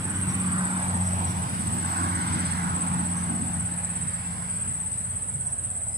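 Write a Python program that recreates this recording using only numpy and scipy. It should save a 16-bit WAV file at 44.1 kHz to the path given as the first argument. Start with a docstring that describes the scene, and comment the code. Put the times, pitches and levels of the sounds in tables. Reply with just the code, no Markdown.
"""Crickets by a swampy pond

A close cricket pulses, a neighbour keeps time with it, a rival runs faster and katydids rasp over a chorus.
Insect wings are pure or noisy tones, shaped stroke by stroke or click by click; a noise band is the chorus.
A small engine (gliding tones) and its road noise (coloured noise) pass and fade, over faint bird chips,
whistles and dry fronds. Two microphone ports hear it, with reeds and foliage blurring some of the sounds."""
import sys
import numpy as np
from scipy import signal
from scipy.fft import rfft, irfft, next_fast_len
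from scipy.io import wavfile
from scipy.ndimage import uniform_filter1d

SR = 44100
rng = np.random.default_rng(int(sys.argv[2]) if len(sys.argv) > 2 else 0)


def output_pcm(signal):
    """Save a mono or channel-first signal as 16-bit PCM at the path in sys.argv[1].

    Samples are clipped to [-1, 1] before scaling.
    """
    pcm = np.clip(np.atleast_2d(signal).T, -1, 1) * 32767
    wavfile.write(sys.argv[1], SR, np.round(pcm).astype(np.int16))


N = 263277
TIME = np.arange(N) / SR  # s
HZ = np.fft.rfftfreq(N, 1 / SR)

# the near cricket and its neighbour share this rate; the start is a share of a cycle
STROKES_PER_S, FIRST_STROKE = 16.597, .182
# one wing stroke, whose pitch sags as the wing slows: cycle_share (0-1), pitch_hz, relative level_db
NEAR_STROKE = [(0, 8130, -30), (.2, 8090, -20), (.27, 8130, -2.5), (.37, 8192, 2.4), (.45, 8203, 3.7),
               (.53, 8190, 3.3), (.6, 8150, .8), (.66, 8000, -3.5), (.7, 7900, -11), (.85, 7795, -13),
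               (1, 7770, -18)]
# the near cricket sings in bouts: start_s, end_s, level_db before the stroke shape
BOUTS = [(0.0, 1.277, -34.5), (1.592, 2.535, -34.5), (2.74, 4.196, -34.5), (4.478, 6.1, -33.5)]
BOUT_EDGE_S, FALTER_DB = 0.013, -47.5  # fade at each end of a bout; level between bouts
# where the near cricket is heard: time_s, left_minus_right_db
CRICKET_SIDE = [(0, -1), (1.8, 0), (2.9, -3), (3.35, 3), (4.1, -3), (4.9, 4), (5.15, 0), (5.45, -6),
                (5.7, 0)]
UNEVEN_DB = .6  # slow unevenness of its strokes
# the neighbour's stroke, a little later and lower: cycle_share (0-1), pitch_hz, relative level_db
NEIGHBOUR_STROKE = [(0, 8022, -11), (.28, 8026, -13), (.42, 8036, -1.5), (.58, 8034, 0), (.7, 8024, -1.5),
                    (.8, 8020, -8), (1, 8020, -11)]
NEIGHBOUR_DB = -39.8
# a rival strokes a little faster, so it drifts in and out of step with the pair
RIVAL_PER_S, RIVAL_DB = 17.32, -39.3
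# the rival's stroke mostly slides upwards: cycle_share (0-1), pitch_hz, relative level_db
RIVAL_STROKE = [(0, 8050, -15), (.45, 7990, -20), (.53, 7900, -9), (.61, 7955, -2.5), (.7, 8020, 0),
                (.8, 8058, 0), (.88, 8075, -5), (1, 8050, -15)]
# echoes off the reeds: left_delay_s, right_delay_s, relative level_db
REED_ECHOES = [(.013, .006, -17), (.021, .026, -16), (.037, .033, -16), (.046, .051, -18)]
# katydids: rasps_per_s, head_start_cycles, clicks_per_s, pitch_hz, width_hz, level_db before the lean to the right
KATYDIDS = [(9.15, .22, 133, 9480, 300, -50), (7.67, .47, 119, 9330, 380, -51),
            (9.28, 0, 90, 9590, 140, -50.8)]
# narrow singing tones: far crickets, and a side tone near 8300 Hz from the close cricket's pulsing:
# pitch_hz, width_hz, level_db, swell_db, left_lead_rad
SINGING_TONES = [(8028, 30, -45.5, .8, 2.8), (7862, 20, -48.5, 1.5, -2), (7558, 40, -55.5, 2, -1),
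                 (8298, 22, -50.5, .8, 1.2), (9650, 24, -52.5, 1.5, 1)]
# colour of the massed far insects: pitch_hz, level_db_per_hz
CHORUS_COLOUR = [(7200, -102), (7430, -94), (7650, -75.5), (7780, -74), (7930, -70.5), (8120, -67.5),
                 (8370, -72), (8470, -76.8), (9000, -75), (9350, -75), (9620, -73), (9900, -76.5),
                 (10250, -82), (10500, -88), (10800, -94), (11400, -106)]

# the engine's firing rate falls as it goes by: mean, swing to either side, moment and length of the turn
FIRING_HZ, DOPPLER_HZ, ABREAST_S, TURN_S = 90.1, 2.15, 1.3, 0.868
# firing tone, then octave, before their swells: level_db, fades_from_s, fade_db_per_s
ENGINE_TONES = [(-37.5, 2.15, 2.5), (-38, 4.35, 21.5)]
# the tones swell and dip on the way: centre_s, half_length_s, firing_tone_db, octave_db
ENGINE_SWELLS = [(.27, 0.12, 4, 0), (0.535, 0.24, -2.5, 8.5), (.72, 0.1, -6, -0.5), (1.073, 0.29, 8, 5.5),
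                 (1.49, 0.059, -7, -2), (2.095, 0.079, 7.5, 1), (2.85, 0.75, 2.5, 6), (4.06, 0.2, -2.5, -5),
                 (5.3, 0.27, -1, 5.5)]
# gusts scatter the engine's tones on their way over
SCATTER_RAD, SCATTER_PER_S = .27, 14
# a deeper hum that draws nearer: time_s, pitch_hz, level_db
DRONE = [(0, 50, -81), (2.6, 52.1, -60), (3.5, 51.2, -57), (4.2, 58.1, -52), (5, 59.65, -51),
         (5.97, 58.6, -51.5)]

# exhaust rumble, tyre roar, tyre rush and hiss, on top of the road colour:
# pitch_hz, top_db, growth_db_per_s, fades_from_s, fade_db_per_s
ROAD_PARTS = [(310, -1.5, 0.19, 2.94, 6.5), (705, -2.5, 2, 2.61, 4.5), (2200, -0.03, 0, 2.86, 4.5),
              (4630, 1.53, 2.5, 1.94, 4)]
# road noise before it swells, with a dip from the soft ground near 450 Hz: pitch_hz, level_db_per_hz
ROAD_COLOUR = [(20, -81), (42, -94), (75, -57), (140, -54.5), (240, -56), (330, -65), (440, -78.5),
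               (620, -71.5), (850, -64.5), (1130, -67), (1500, -69), (2100, -75.5), (2500, -79),
               (3500, -83.5), (6000, -86.5)]
# air and leaves above that, swelling with the road noise: pitch_hz, level_db_per_hz
HISS_COLOUR = [(7100, -93.5), (11500, -92.5), (14000, -100), (15500, -104)]
# the road noise comes over in surges: centre_s, half_length_s, centre_hz, half_width_octaves, lift_db
SURGES = [(.3, 0.12, 2530, 0.25, 2), (0.563, 0.13, 1350, 0.47, 4.5), (0.802, 0.21, 800, 1, 6),
          (1.192, 0.27, 790, 1, 5.5), (1.12, 0.29, 258, 0.55, -3), (1.3, .95, 404, 0.29, 4),
          (2.04, .3, 1040, 0.26, 11), (2.05, .2, 1580, 0.22, 8), (2.28, 0.35, 2070, 0.11, 6),
          (2.254, 0.27, 297, 0.7, 5), (2.2, 0.43, 730, .35, 1.5), (2.425, 0.21, 4500, 0.75, 5),
          (2.55, 0.28, 1370, 0.31, 3.5), (2.7, .4, 830, .3, 2), (4.55, .4, 2700, 0.39, 2),
          (2.896, 0.18, 1070, 0.52, 8), (2.953, 0.22, 169, 0.45, 1.5), (3.386, 0.16, 800, 0.52, 3),
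          (3.438, 0.17, 275, 0.89, 7), (4.142, 0.29, 2370, 1, 3), (4.2, .3, 1200, 0.16, 0),
          (4.7, 0.43, 275, 0.36, 1), (4.995, 0.92, 1670, 0.33, 1), (5.953, 0.27, 595, 0.33, 18)]
# the ground reflection shifts the colour of the tyre roar as the path changes: time_s, frequency_factor
GROUND_SHIFT = [(0, 1.04), (.5, 1.05), (.8, 0.92), (1.4, 0.85), (1.9, 0.92), (2.5, 1.03), (2.9, 0.92),
                (3.5, 0.9), (6, 0.98)]
# likeness of the road noise at the two ports, before surges change it: pitch_hz, likeness (0-1)
LIKENESS = [(60, 0.81), (300, 0.98), (470, 0.87), (850, 0), (1150, 0.6), (1500, 0.59), (3000, 0.09),
            (12000, 0.58)]
# the traffic swings to the right: lead of the right port at first and at last, and the time the swing takes
FIRST_LEAD_MS, LAST_LEAD_MS, SWING_S = 0.15, 0.4645, 1.06
# the still outdoor air under everything: pitch_hz, level_db_per_hz
STILL_AIR = [(20, -92), (40, -109), (70, -69), (115, -60), (160, -66), (230, -75.5), (320, -85), (450, -80),
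             (620, -77.5), (900, -88.5), (1500, -93.5), (2800, -93), (6000, -106.5), (12000, -103),
             (15500, -108)]

# buzzy chips of far birds, and one longer faint buzz: start_s, length_s, pitch_hz, width_hz, level_db
CHIPS = [(.277, 0.05, 5750, 850, -49.5), (1.025, 0.065, 5950, 786, -53.5), (1.25, 0.08, 5700, 600, -50.5),
         (3.14, 0.09, 6170, 520, -51), (3.85, .95, 4900, 1150, -60), (5.425, 0.13, 5750, 800, -59)]
CHIP_BUZZ_HZ, CHIP_BUZZ_DB = 65, 4
# thin whistles: start_s, length_s, first_hz, middle_hz, last_hz, level_db
WHISTLES = [(.18, .28, 13500, 13950, 13650, -64), (5.88, .17, 4900, 5160, 5420, -59.5)]
# dry fronds tick: start_s, level_db at the right port
TICKS = [(.85, -55), (1.745, -51), (5.09, -57)]

EDGE_HZ = 15250  # upper limit of the whole sound


def near_cricket(left_lead_rad=1.69, level_db=1.92, grain_db=-1.1):
    """A scraper runs along the wing file once a stroke and rings the wing at the rate of the teeth."""
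    hz, stroke_db = follow(NEAR_STROKE, stroke_cycle())
    side_db = follow(CRICKET_SIDE)[0]
    turns = np.cumsum(hz + 14 * drift(120) + 10 * drift(12)) / SR
    # no two strokes are pressed equally hard
    flutter_db = grain_db * drift(60) + UNEVEN_DB * drift(3.1)
    loudness = np.sqrt(2) * gain_of(level_db + effort() + stroke_db + flutter_db)
    wing = loudness * np.exp(2j * np.pi * turns)
    ports = np.array([wing * np.exp(1j * left_lead_rad), wing]) + reed_echoes(wing)
    return ports.real * gain_of([side_db / 2, -side_db / 2])


def effort():
    """Level in dB of the near cricket: full within a bout, weak between."""
    level_db = np.full(N, float(FALTER_DB))
    for start, end, db in BOUTS:
        inside = np.minimum(TIME - start, end - TIME) / BOUT_EDGE_S + 1 / 2
        level_db += (db - FALTER_DB) * np.clip(inside, 0, 1)
    return level_db


def stroke_cycle():
    """How far a cricket is through its wing stroke, 0-1, with a little unsteadiness."""
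    return (STROKES_PER_S * TIME + FIRST_STROKE + 1 / 2 + .02 * drift(6)) % 1


def neighbour(left_lead_rad=2.77, lead_sway_rad=0.7):
    """A second cricket strokes its wing at the rate of the first and carries on through its pauses."""
    hz, stroke_db = follow(NEIGHBOUR_STROKE, stroke_cycle())
    turns = np.cumsum(hz + 9 * drift(60)) / SR
    # swaying reeds keep changing its path to the two ports
    lead = left_lead_rad + lead_sway_rad * drift(5.6)
    port_angles = 2 * np.pi * turns + np.outer([1, 0], lead)
    wing = gain_of(stroke_db + 1.3 * drift(8)) * np.cos(port_angles)
    return gain_of(NEIGHBOUR_DB) * evened(wing)


def rival(left_lead_rad=1.72):
    """A third cricket's wing rings without a pause, now with the pair, now between their strokes."""
    cycle = (RIVAL_PER_S * TIME + .02 * drift(6)) % 1
    hz, stroke_db = follow(RIVAL_STROKE, cycle)
    turns = np.cumsum(hz + 12 * drift(60)) / SR
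    wing = gain_of(stroke_db + 1.2 * drift(8)) * np.exp(2j * np.pi * turns)
    ports = np.array([wing * np.exp(1j * left_lead_rad), wing]) + reed_echoes(wing)
    return gain_of(RIVAL_DB) * evened(ports.real)


def reed_echoes(wing):
    """Faint late copies at each port; the swaying reeds keep shifting their phase."""
    echoes = np.zeros((2, N), complex)
    for *delays, db in REED_ECHOES:
        # the delay wraps round, so the end of the sound echoes at its start
        copies = [np.roll(wing, int(s * SR)) * np.exp(2j * drift(4)) for s in delays]
        echoes += gain_of(db) * np.array(copies)
    return echoes


def katydids(ring_s=.0021, gap_db=-11, swell_db=1.0, right_db=4):
    """Each rasp is a quick run of clicks; every click rings the wing for a few milliseconds."""
    out = np.zeros((2, N))
    for rate, head_start, click_rate, hz, width, db in KATYDIDS:
        rasp_db = gap_db * np.sin(np.pi * (rate * TIME + head_start + .05 * drift(2))) ** 4
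        clicks = np.cumsum(click_rate * (1 + .03 * drift(6))) / SR
        since_click_s = clicks % 1 / click_rate
        loudness = gain_of(rasp_db + swell_db * drift(0.56))
        wing = np.exp(-since_click_s / ring_s) * loudness * rng.standard_normal(N)
        # the wing resonates only near its own pitch
        wing = irfft(rfft(wing) * np.exp(-((HZ - hz) / width) ** 2 / 2), N)
        out += gain_of(db) * evened(foliage(wing, t60=.09, wet_db=-3))
    return out * gain_of([[-right_db / 2], [right_db / 2]])


def singing_tones(likeness=.6, steadiness=.7):
    """Far crickets and a side tone of the close one's pulsing: narrow noise lines that swell and ebb."""
    out = np.zeros((2, N))
    for hz, width, db, swell_db, left_lead in SINGING_TONES:
        line = 1 / (1 + ((HZ - hz) / width) ** 2) ** 1.5
        left, other = signal.hilbert([noise(line), noise(line)], next_fast_len(N))[:, :N]
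        right = likeness * left + np.sqrt(1 - likeness ** 2) * other
        tone = np.array([left * np.exp(1j * left_lead), right])
        # a singing tone holds its level better than noise does
        tone /= (abs(tone) + .1) ** steadiness
        out += gain_of(db + swell_db * drift(3.5)) * evened(tone.real)
    return out


def chorus(rasp_db=.6, rasp_rate_hz=125, swell_db=0.4, right_db=5.5):
    """Countless far insects merge into a shrill, rasping noise band; the highest voices sit to the right."""
    in_band = (HZ > CHORUS_COLOUR[0][0]) * (HZ < CHORUS_COLOUR[-1][0])
    colour = gain_of(read(CHORUS_COLOUR, HZ)) * in_band
    lean_db = right_db * np.clip((HZ - 8700) / 900, 0, 1)
    white = rfft(rng.standard_normal((2, N))) * np.sqrt(SR / 2)
    band = irfft(white * colour * gain_of([-lean_db / 2, lean_db / 2]), N)
    rasp = noise(np.exp(-(2 * (HZ - rasp_rate_hz) / rasp_rate_hz) ** 2))
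    return band * gain_of(rasp_db * rasp + swell_db * drift(26))


def engine(waver_db=1.5, waver_hz=0.29, drone_rough_rad=0.37):
    """The firing tone and its octave drop in pitch as they pass, wavering in the air, over a deeper hum."""
    hz = FIRING_HZ - DOPPLER_HZ * np.tanh((TIME - ABREAST_S) / TURN_S)
    angle = 2 * np.pi * np.cumsum(hz + waver_hz * drift(4.26)) / SR
    swells_db = sum(np.outer(lifts, hump(TIME, s, half)) for s, half, *lifts in ENGINE_SWELLS)
    hum = np.zeros(N)
    for k, (db, fades_from, fade) in enumerate(ENGINE_TONES):
        level_db = going_by(TIME, db, 0, fades_from, fade) + swells_db[k] + waver_db * drift(27.0)
        scatter = 2 * np.pi * rng.random() + SCATTER_RAD * drift(SCATTER_PER_S)
        hum += gain_of(level_db) * np.sin((k + 1) * angle + scatter)
    drone_hz, drone_db = follow(DRONE)
    drone_angle = 2 * np.pi * np.cumsum(drone_hz) / SR
    # the octave of the deeper hum is rough
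    drone = np.sin(drone_angle) + np.sin(2 * drone_angle + drone_rough_rad * drift(28))
    return np.sqrt(2) * (hum + gain_of(drone_db) * drone)


def road(patchy_db=2.1, right_db=3, directness=1.2):
    """Exhaust rumble and tyre noise, as shaped noise, swell, move to the right and sink into the still air."""
    size, hop = 2048, 512  # samples in one short slice of sound, and from slice to slice
    hz, t = np.fft.rfftfreq(size, 1 / SR), np.arange(N // hop + 2) * hop / SR
    white = rng.standard_normal((2, (len(t) - 1) * hop))
    slices = signal.stft(white, nperseg=size, noverlap=size - hop)[2]
    left, other = slices.transpose(0, 2, 1)
    # the colour shift is strongest near 1 kHz
    shift = follow(GROUND_SHIFT, t)[0][:, None] ** np.exp(-np.log((hz + 1) / 1000) ** 2)
    surges_db = np.zeros((len(t), len(hz)))
    for s, half, centre, octaves, db in SURGES:
        surges_db += db * np.outer(hump(t, s, half), hump(np.log2(hz + 1), np.log2(centre), octaves))
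    passing_db = read(ROAD_COLOUR + HISS_COLOUR, hz / shift) + road_swell(t, hz) + surges_db
    # the highest hiss is stronger at the right port
    lean_db = right_db * np.clip(hz / 12000, 0, 1)
    passing = gain_of([passing_db - lean_db / 2, passing_db + lean_db / 2])
    # random patches in time and pitch keep the level restless
    patches = uniform_filter1d(rng.standard_normal(left.shape), size=10, axis=0)
    patches = evened(uniform_filter1d(patches, size=8, axis=1))
    # a surge comes straight from the road, so both ports hear it more alike
    same = np.clip(1 - (1 - read(LIKENESS, hz)) * gain_of(-directness * surges_db), 0, 1)
    lead_ms = LAST_LEAD_MS + (FIRST_LEAD_MS - LAST_LEAD_MS) * hump(t, 0, SWING_S)
    lead = np.exp(2j * np.pi * np.outer(lead_ms, hz) / 1000)
    ports = np.array([left, lead * (same * left + np.sqrt(1 - same ** 2) * other)])
    # the still air adds its power to the passing noise
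    ports *= np.hypot(passing, gain_of(read(STILL_AIR, hz))) * gain_of(patchy_db * patches)
    sound = signal.istft(ports.transpose(0, 2, 1), nperseg=size, noverlap=size - hop)[1]
    return np.sqrt(SR / 2) * sound[:, :N]


def road_swell(t, hz, dulling=0.35):
    """Level in dB of the passing noise by time and pitch: each part grows and goes by."""
    centres = [part[0] for part in ROAD_PARTS]
    shares = np.array([read(list(zip(centres, one)), hz) for one in np.eye(len(centres))])
    # the top of the rumble fades faster than its bass
    shares[0] *= 1 + dulling * np.clip((hz - 160) / 130, -.3, 1)
    parts_db = np.transpose([going_by(t, *part[1:]) for part in ROAD_PARTS])
    return parts_db @ shares


def birds():
    """Chips of buzzing noise from far back in the bushes, and thin gliding tones from the open."""
    chips, whistles = np.zeros((2, N))
    for s, length, hz, width, db in CHIPS:
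        window = signal.windows.tukey(int(length * SR), .7)
        buzz = gain_of(CHIP_BUZZ_DB * np.sin(2 * np.pi * CHIP_BUZZ_HZ * TIME + drift(27)))
        rasp = evened(buzz * noise(np.exp(-2 * ((HZ - hz) / width) ** 2)))[:len(window)]
        add(chips, s, gain_of(db) * window * rasp)
    for s, length, *pitches, db in WHISTLES:
        along = np.linspace(0, 1, int(length * SR))
        glide_hz = np.interp(along, np.linspace(0, 1, len(pitches)), pitches)
        hz = glide_hz * (1 + .009 * drift(160)[:len(along)])
        tone = np.sqrt(2) * np.sin(2 * np.pi * np.cumsum(hz) / SR)
        add(whistles, s, gain_of(db) * signal.windows.tukey(len(along), .6) * tone)
    return foliage(chips, t60=.33, wet_db=2) + foliage(whistles, t60=.21, wet_db=-3)


def fronds(hz=12800, width_hz=2400, decay_s=0.015, left_db=-6, rustle_db=-62, flicker_db=3):
    """Dry palm fronds make a faint rustle of bright noise and tiny dying ticks, to the right."""
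    t = np.arange(SR // 20) / SR
    # the rustle grows and fades along with the road's hiss
    hiss_db = going_by(TIME, *ROAD_PARTS[-1][1:])
    envelope = gain_of(rustle_db + hiss_db + flicker_db * drift(20))
    for s, db in TICKS:
        add(envelope, s, gain_of(db) * np.exp(-t / decay_s))
    colour = np.exp(-((HZ - hz) / width_hz) ** 2)
    return envelope * np.array([gain_of(left_db) * noise(colour), noise(colour)])


def foliage(x, t60, wet_db):
    """Each port hears the direct sound and its own scatter from stems and leaves, dying 60 dB in t60 s."""
    t = np.arange(SR // 2) / SR
    hits = rng.random((2, len(t))) < 1 / 10
    taps = rng.standard_normal((2, len(t))) * hits * gain_of(-60 * t / t60)
    taps *= gain_of(wet_db) / np.linalg.norm(taps, axis=1, keepdims=True)
    taps[:, 0] += 1  # the direct sound
    return signal.fftconvolve(x[None], taps, axes=1)[:, :N] / np.hypot(1, gain_of(wet_db))


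def going_by(t, top_db, growth, fades_from, fade):
    """Level in dB of something that draws nearer, then leaves."""
    return top_db - growth * np.maximum(fades_from - t, 0) - fade * np.maximum(t - fades_from, 0)


def hump(at, centre, half):
    """A smooth bump of height 1."""
    return np.exp(-((at - centre) / half) ** 2)


def noise(gain):
    """Noise of rms 1 with the given spectrum."""
    return evened(irfft(rfft(rng.standard_normal(N)) * gain, N))


def drift(rate):
    """Slow random wandering of rms 1, up to about rate changes a second."""
    return noise(np.exp(-(HZ / rate) ** 2) * (HZ > 0))


def gain_of(db):
    """Decibels to amplitude."""
    return 10 ** (np.asarray(db) / 20)


def evened(x):
    """Scales to rms 1."""
    return x / np.sqrt(np.mean(x ** 2) + 1e-20)


def follow(rows, at=TIME):
    """The columns of a table after its first, joined by straight lines."""
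    s, *columns = np.transpose(rows)
    return [np.interp(at, s, c) for c in columns]


def read(points, hz):
    """A spectrum, joined on a log-frequency axis."""
    f, value = np.transpose(points)
    return np.interp(np.log(hz + 1), np.log(f + 1), value)


def add(mix, s, sound):
    """Mixes a sound in at time s."""
    part = mix[max(round(s * SR), 0):][:len(sound)]
    part += sound[:len(part)]


def scene():
    """Insects in front, birds, fronds and the road behind."""
    crickets = near_cricket() + neighbour() + rival() + singing_tones()
    other_insects = katydids() + chorus()
    return crickets + other_insects + engine() + road() + birds() + fronds()


def record(dry):
    """A steep low-pass filter removes everything well above the band edge."""
    low_pass = signal.firwin(511, EDGE_HZ, window=("kaiser", 9), fs=SR)
    return signal.oaconvolve(dry, low_pass[None], "same")


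dry = scene()
out = record(dry)
output_pcm(out)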